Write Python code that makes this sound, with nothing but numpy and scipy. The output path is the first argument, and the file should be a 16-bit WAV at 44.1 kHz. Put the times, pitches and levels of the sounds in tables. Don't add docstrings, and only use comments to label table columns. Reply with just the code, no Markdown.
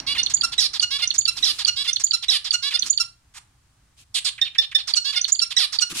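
import sys
import numpy as np
from scipy import signal
from scipy.fft import rfft, irfft, next_fast_len
from scipy.io import wavfile

SR = 44100
rng = np.random.default_rng(int(sys.argv[2]) if len(sys.argv) > 2 else 0)


def unload_wav(signal):
    wavfile.write(
        sys.argv[1],
        SR,
        np.round(np.clip(np.atleast_2d(signal).T, -1, 1) * 32767).astype(np.int16),
    )


N = 264600

VOICES = {"tuck": (902, -17, 8500, -24.5), "squeak": (722.5, -34.5, 7899.5, -18), "chack": (799, -25.5, 10402, -10.5), "chuck": (902, -15, 7493.5, -18.5),
          "tick": (1199, -20.5, 9494, -35), "scratch": (1251, -20, 7499, -6.5), "tee": (1192, -28, 8998.5, -18.5), "nasal": (878.5, -22, 9901.5, -16.5),
          "slide": (950, -18, 9902, -35.5), "yah": (999, -23.5, 9899.5, -14.5), "pip": (1299, -34, 9000.5, -26.5), "chip": (1198.5, -27.5, 9002.5, -32.5),
          "rasp": (1049, -14.5, 7401, -4), "whistle": (1699.5, -23.5, 14099, -9.5), "tew": (900, -18, 10198.5, -15), "call": (796, -23, 8600, -5),
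          "soft call": (500, 0.5, 7501, 6), "tut": (898, -21, 5995.5, -39), "intro": (747, -28, 9303, -26.5)}
SONG = {
    "clatter": [(.516, -1.16, .2), (1.363, -1.5, .2), (2.220, -0.9, .2), (5.501, -0.5, .2)],
    "chuck-tee": [(-.125, 13.5, 0.58), (.723, 0.1, 0.42), (1.575, 1.14, 0.13), (2.434, -0.3, .2), (4.8635, 1, 0.52), (5.714, 0.5, 0.42)],
    "buzz": [(.056, 4, 0.87), (.896, 3.3, -0.51), (1.752, 2.9, -0.63), (2.614, 3.5, .1), (5.035, 3.5, 0.27)],
    "run": [(.226, -0.9, .3), (1.069, -.5, -.3), (1.925, -1, .2), (2.787, -0.9, .2), (5.208, 0.3, .5)],
    "ending": [(.409, -1, .3), (1.252, -0.7, -.3), (2.108, -0.4, -.3), (2.974, -0.85, .2), (5.391, 0, .3)],
    "call": [(4.141, -1, .5), (4.243, -0.7, -0.64)],
    "soft call": [(3.335, 0.5, 0.0038)],
    "introduction": [(4.373, -1.1, 2), (4.542, .3, 0.14), (4.708, -0.3, 0.13)],
}
# (s, length s, dB)
RUSTLES = [(1.31, 0.34, -39), (2.80, 0.12, -40), (3.965, 0.081, -51), (5.893, 0.042, -31), (5.93, 0.23, -22.5)]
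RUSTLE = [(400, -22.5), (2000, -13), (2500, -1), (9500, -6.5), (12800, -17.5), (15500, -28)]   # (Hz, dB per Hz)
# (s, length s, dB)
THUMPS = [(1.31, .3, -51.5), (1.77, .08, -57), (2.815, 0.083, -47.5), (5.898, 0.05, -40), (5.948, 0.031, -40)]
THUMP = [(40, -8.5), (120, -7), (330, -2.5), (600, -31), (1200, -7)]   # (Hz, dB per Hz)
# (s, rumble dB, shuffling dB)
BACKGROUND = [(0, -49.5, -48), (.9, -56.5, -61), (1.7, -55.5, -63), (2.1, -61, -71.5), (4.6, -61.5, -72.5), (6, -64, -72.5)]
RUMBLE = [(20, -8), (55, 4), (80, -2.5), (108, 2.5), (160, -8.5), (300, -34)]   # (Hz, dB per Hz)
SHUFFLE = [(100, -22), (180, -5), (260, 0.5), (500, -14.5), (800, -8), (2000, -10.5)]   # (Hz, dB per Hz)
# (Hz, radians by which left leads)
PORT_BALANCE = [(500, 9.5), (2000, 1.5), (2800, 1.5), (3500, -4.5), (4700, -9), (6500, -6.5), (8400, 3.5), (10800, 20.5), (15000, 0.5)]
PORT_PHASE = [(300, 2.5), (2800, 0.54), (3700, 1.43), (4300, 3.2), (5200, 1.89), (6500, 1.2), (9000, 1.5), (15000, -0.72)]
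ROOM_T60 = [(500, 0.35), (3000, 0.26), (7000, 0.2), (14000, 0.42)]   # (Hz, s)
CUTOFF_HZ = 15750
PHRASES = {
    "clatter": [("tuck", .001, 0), ("squeak", .061, 0), ("chack", 0.081, 0)],
    "chuck-tee": [("chuck", 0.0069, 0), ("tick", .072, 0), ("scratch", .089, 0), ("tee", 0.1, 0)],
    "buzz": [("nasal", 0.006, 0), ("slide", .086, 0), ("yah", .120, 0)],
    "run": [("pip", .0035, 0), ("chip", .034, 0), ("rasp", 0.068, 0), ("whistle", .109, 0), ("tick", .140, -11)],
    "ending": [("tick", 0, -0.67), ("tew", 0.022, 0)],
    "call": [("call", 0, 0)],
    "soft call": [("soft call", 0, 0)],
    "introduction": [("tut", 0.0034, 0), ("intro", .039, 0)],
}
HISS = [(500, -6), (1200, 0), (2100, -5), (4000, -3), (9000, -4), (11500, -12.5), (15500, -19.5)]   # (Hz, dB per Hz)
HISS_DB = -67
# (s, left minus right dB)
AIM = [(0, -3.5), (2.5, -4.5), (6, -6)]
# (Hz, dB)
BEAK = [(520, -18.5), (800, 2.5), (1250, 3.5), (2100, 4), (3500, 1), (7500, -2), (10200, -3.5), (11500, -15.5), (13000, -21.5), (15500, -31)]
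SYLLABLES = {
    "tuck": [(0.0019, 32, -25, 0.5, 1300, 430, 4000, 0.4)],
    "squeak": [(0, 20, -11.5, 6.5, 1910, 1985, 4100, 0.3), (16, 9, -11, 1.5, 6100, 4800, 4900, .2), (24, 8, -17, -5, 3800, 3000, 4200, .4)],
    "chack": [(0.00052, 82, -17, -1.5, 1200, 560, 4230, 0.5)],
    "chuck": [(0, 52, -25.5, -5.5, 830, 380, 4290, 0.1)],
    "tick": [(0, 6, -7.5, -0.5, 4680, 4555, 4700, 0.06), (5.5, 9.2, -22, -6.5, 4676, 2543, 3400, 0.4)],
    "scratch": [(0.0036, 29, -23, 8.5, 1100, 1400, 5900, 0.82)],
    "tee": [(0, 27.96, -16, -2.5, 1442, 1424, 4120, 0.24)],
    "nasal": [(0, 82, -25, 0.5, 522, 574, 3900, 0.27)],
    "slide": [(0, 41, -30, 3.5, 1700, 840, 3320, 0.7)],
    "yah": [(0, 34.1, -21, 6, 718, 710, 3960, 0.24), (33.3, 13, -32, -5.5, 700, 580, 3600, .35)],
    "pip": [(0, 7.1, -13, -3, 5640, 6560, 7000, 0.2)],
    "chip": [(0, 6, -11, -4, 4410, 4315, 4360, 0.1), (5, 9, -19, -9, 4580, 2617, 3400, .3)],
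    "rasp": [(0.0015, 35, -27.5, -7, 850, 290, 4950, 0.5)],
    "whistle": [(0.0018, 18.7, -9.5, 5, 6280, 7420, 8200, 0.05)],
    "tew": [(0, 27.4, -14.5, -0.5, 1392, 1350, 4930, 0.15), (19, 31, -37, -4, 1800, 870, 3800, 1)],
    "call": [(0, 59, -19, -6, 900, 500, 3730, .62)],
    "soft call": [(0, 57, -40.5, 14, 2600, 370, 4200, 0.5)],
    "tut": [(0.012, 25, -33, -6, 1050, 480, 2380, 0.62)],
    "intro": [(0, 27, -11.5, -10, 1830, 1785, 4030, 0.16), (26.9, 52, -28, -2.5, 1250, 540, 3520, 0.5)],
}
UPPER_WIDTH_HZ = 1600
ATTACK_MS, RELEASE_MS, TYPICAL_NOTE_MS, SLOWER_WITH_LENGTH = 7.35, 7.68, 21.35, .65
PITCH_SAG = 0.018
THROAT_FOLLOWS = .15
ONSET_ROUGHNESS = 0.27
SOFT_START = 0.97
GLIDE_MS = 27
ONSET_LIFT = None
ONSET_LIFT_MS = None
OPEN_BEAK_HZ, OPEN_BEAK_PULL, OPEN_BEAK_MS = 6900, 0.48, 4.46


def from_db(db):
    return 10 ** (np.asarray(db) / 20)


def rms_one(x):
    return x / np.sqrt(np.mean(x ** 2) + 1e-20)


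def at_hz(points, hz):
    f, value = np.transpose(points)
    return np.interp(np.log(hz + 1), np.log(f + 1), value)


def filtered(x, response):
    size = next_fast_len(N + SR)
    return irfft(rfft(x, size) * response(np.arange(size // 2 + 1) * SR / size), size)[..., :N]


def add(track, s, sound):
    at = round(s * SR) + np.arange(len(sound))
    inside = (at >= 0) & (at < N)
    track[at[inside]] += sound[inside]


def flutter(size, rate_hz, channels=1):
    white = rng.standard_normal((channels, size + SR // 50))
    return rms_one(signal.sosfilt(signal.butter(2, rate_hz, fs=SR, output="sos"), white)[:, -size:]).squeeze()


def noise(spectrum, width):
    top_hz = spectrum[-1][0]
    colour = lambda hz: from_db(at_hz(spectrum, hz)) * (top_hz / np.maximum(hz, top_hz)) ** 2
    mid, side = filtered(rng.standard_normal((2, N)), colour)
    return rms_one(mid + width * side * np.array([[1], [-1]]))


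def swells(rows):
    out = np.zeros(N)
    for s, length, db in rows:
        add(out, s, from_db(db) * np.sin(np.linspace(0, np.pi, int(abs(length) * SR) + 2)))
    return out




def finch():
    out = np.zeros(N)
    for phrase, rows in SONG.items():
        for s, db, sharp_percent in rows:
            for name, delay, accent_db in PHRASES[phrase]:
                for start_ms, *shape in SYLLABLES[name]:
                    onset = s + delay + start_ms / 1000
                    add(out, onset, from_db(db + accent_db) * note(gesture(*shape), sharp_percent, *VOICES[name]))
    return out


def ports(x):
    def response(hz):
        ratio = from_db(at_hz(PORT_BALANCE, hz))
        return np.array([ratio * np.exp(1j * at_hz(PORT_PHASE, hz)), np.ones(len(hz))]) * np.sqrt(2 / (1 + ratio ** 2))
    return filtered(x, response)


def cage(x, echo_db=-15, count=8):
    out = np.zeros((2, N))
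    for side in out:
        for delay in rng.uniform(0.00067, .009, count):
            add(side, delay, x * rng.choice([-1, 1]) * from_db(echo_db) / np.sqrt(count))
    return out


def room(x, room_db=-15, first_echo_s=0.0052):
    t = np.arange(SR * 3 // 4) / SR
    edges, tail = np.geomspace(600, 10500, 8), 0
    for low, high in zip(edges, edges[1:]):
        band = signal.sosfilt(signal.butter(2, [low, high], "band", fs=SR, output="sos"), rng.standard_normal((2, len(t))))
        tail = tail + band * from_db(-60 * t / at_hz(ROOM_T60, np.sqrt(low * high)))
    tail = tail * (t > first_echo_s)
    return from_db(room_db) * signal.fftconvolve(x[None], tail / np.sqrt((tail ** 2).sum() / 2), axes=1)[:, :N]


def movements(grain_db=1.0):
    brush = swells(RUSTLES) * noise(RUSTLE, width=1.0) * from_db(grain_db * flutter(N, rate_hz=300))
    return brush + swells(THUMPS) * noise(THUMP, width=.25)


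def background():
    s, *columns = np.transpose(BACKGROUND)
    rumble_db, shuffle_db = [np.interp(np.arange(N) / SR, s, c) for c in columns]
    rumble = from_db(rumble_db) * noise(RUMBLE, width=.1)
    shuffle = from_db(shuffle_db + 1.6 * flutter(N, rate_hz=6.5)) * noise(SHUFFLE, width=0.44)
    return rumble + shuffle + from_db(HISS_DB) * noise(HISS, width=1.0)


def nest(x, smear_s=0.0013, count=60):
    def response(hz):
        delay = np.interp(hz, np.linspace(0, CUTOFF_HZ, count), smear_s * rng.uniform(0, 2, count))
        return np.exp(-2j * np.pi * np.cumsum(delay) * hz[1])
    return filtered(x, response)


def gesture(length_ms, db, swell_db, first_hz, last_hz, throat_hz, roughness):
    ms = np.arange(0, length_ms, 1000 / SR)
    slowness = (length_ms / TYPICAL_NOTE_MS) ** SLOWER_WITH_LENGTH
    opening = np.sin(np.pi / 2 * np.minimum(ms / (ATTACK_MS * slowness), 1)) ** SOFT_START
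    closing = np.sin(np.pi / 2 * np.minimum((length_ms - ms) / (RELEASE_MS * slowness), 1)) ** 2
    pressure = opening * closing
    glide = first_hz * (last_hz / first_hz) ** (np.expm1(-ms / GLIDE_MS) / np.expm1(-length_ms / GLIDE_MS))
    pitch = glide * (1 - PITCH_SAG * (1 - pressure))
    throat = throat_hz * (glide / glide.mean()) ** THROAT_FOLLOWS
    throat = throat + (OPEN_BEAK_HZ - throat) * OPEN_BEAK_PULL * np.exp(-ms / (OPEN_BEAK_MS * slowness))
    rough = np.clip(roughness + ONSET_ROUGHNESS * (1 - opening), 0, 1)
    return pitch, pressure * from_db(db + swell_db * (ms / length_ms - .5)), throat, rough


def note(controls, sharp_percent, width_hz, leak_db, upper_hz, upper_db, jitter_s=3.5e-5, shimmer=0.12, alternation=0.29, chaos=0.77, sizzle_db=10, uneven_db=2.5, detune=.002, throat_spread=0.049):
    pitch, gain, throat, rough = controls
    pitch = pitch * (1 + sharp_percent / 100)
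    pitch = pitch * (1 + detune * rng.standard_normal())
    throat = throat * (1 + throat_spread * rng.standard_normal())
    phase = 2 * np.pi * (np.cumsum(pitch) / SR + pitch * jitter_s * rough * flutter(len(pitch), rate_hz=470))
    strength = np.exp(shimmer * rough * flutter(len(pitch), rate_hz=550)) * (1 + alternation * rough * np.cos(phase / 2))
    k = np.arange(1, CUTOFF_HZ // pitch.min() + 1)[:, None]
    hz = k * pitch
    off = (hz - throat) / width_hz
    resonance = 1 / ((1 + 1j * off) * (1 + 1j * off - off ** 2))
    upper = from_db(upper_db) / (1 + ((hz - upper_hz) / UPPER_WIDTH_HZ) ** 2)
    leak = from_db(leak_db + sizzle_db * rough * hz / 20800.0)
    scatter = chaos * rough * flutter(len(pitch), rate_hz=220, channels=len(k))
    uneven = from_db(uneven_db * rng.standard_normal(k.shape))
    partials = np.hypot(abs(resonance), np.hypot(upper, leak)) * uneven * from_db(at_hz(BEAK, hz)) * (hz < CUTOFF_HZ)
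    partials = partials / np.sqrt((partials ** 2).sum(axis=0) / 2)
    wave = (partials * np.cos(k * phase + np.angle(resonance) + scatter)).sum(axis=0)
    return wave * strength * gain


def scene():
    song = nest(finch())
    aim_db = np.interp(np.arange(N) / SR, *np.transpose(AIM))
    direct = ports(song) * from_db(np.array([aim_db, 0 * aim_db]))
    echoes = (cage(song) + room(song)) * from_db([[-2], [1]])
    return direct + echoes + movements() + background()


def record(dry):
    return signal.sosfilt(signal.ellip(10, .1, 90, CUTOFF_HZ, fs=SR, output="sos"), dry)


dry = scene()
out = record(dry)
unload_wav(out)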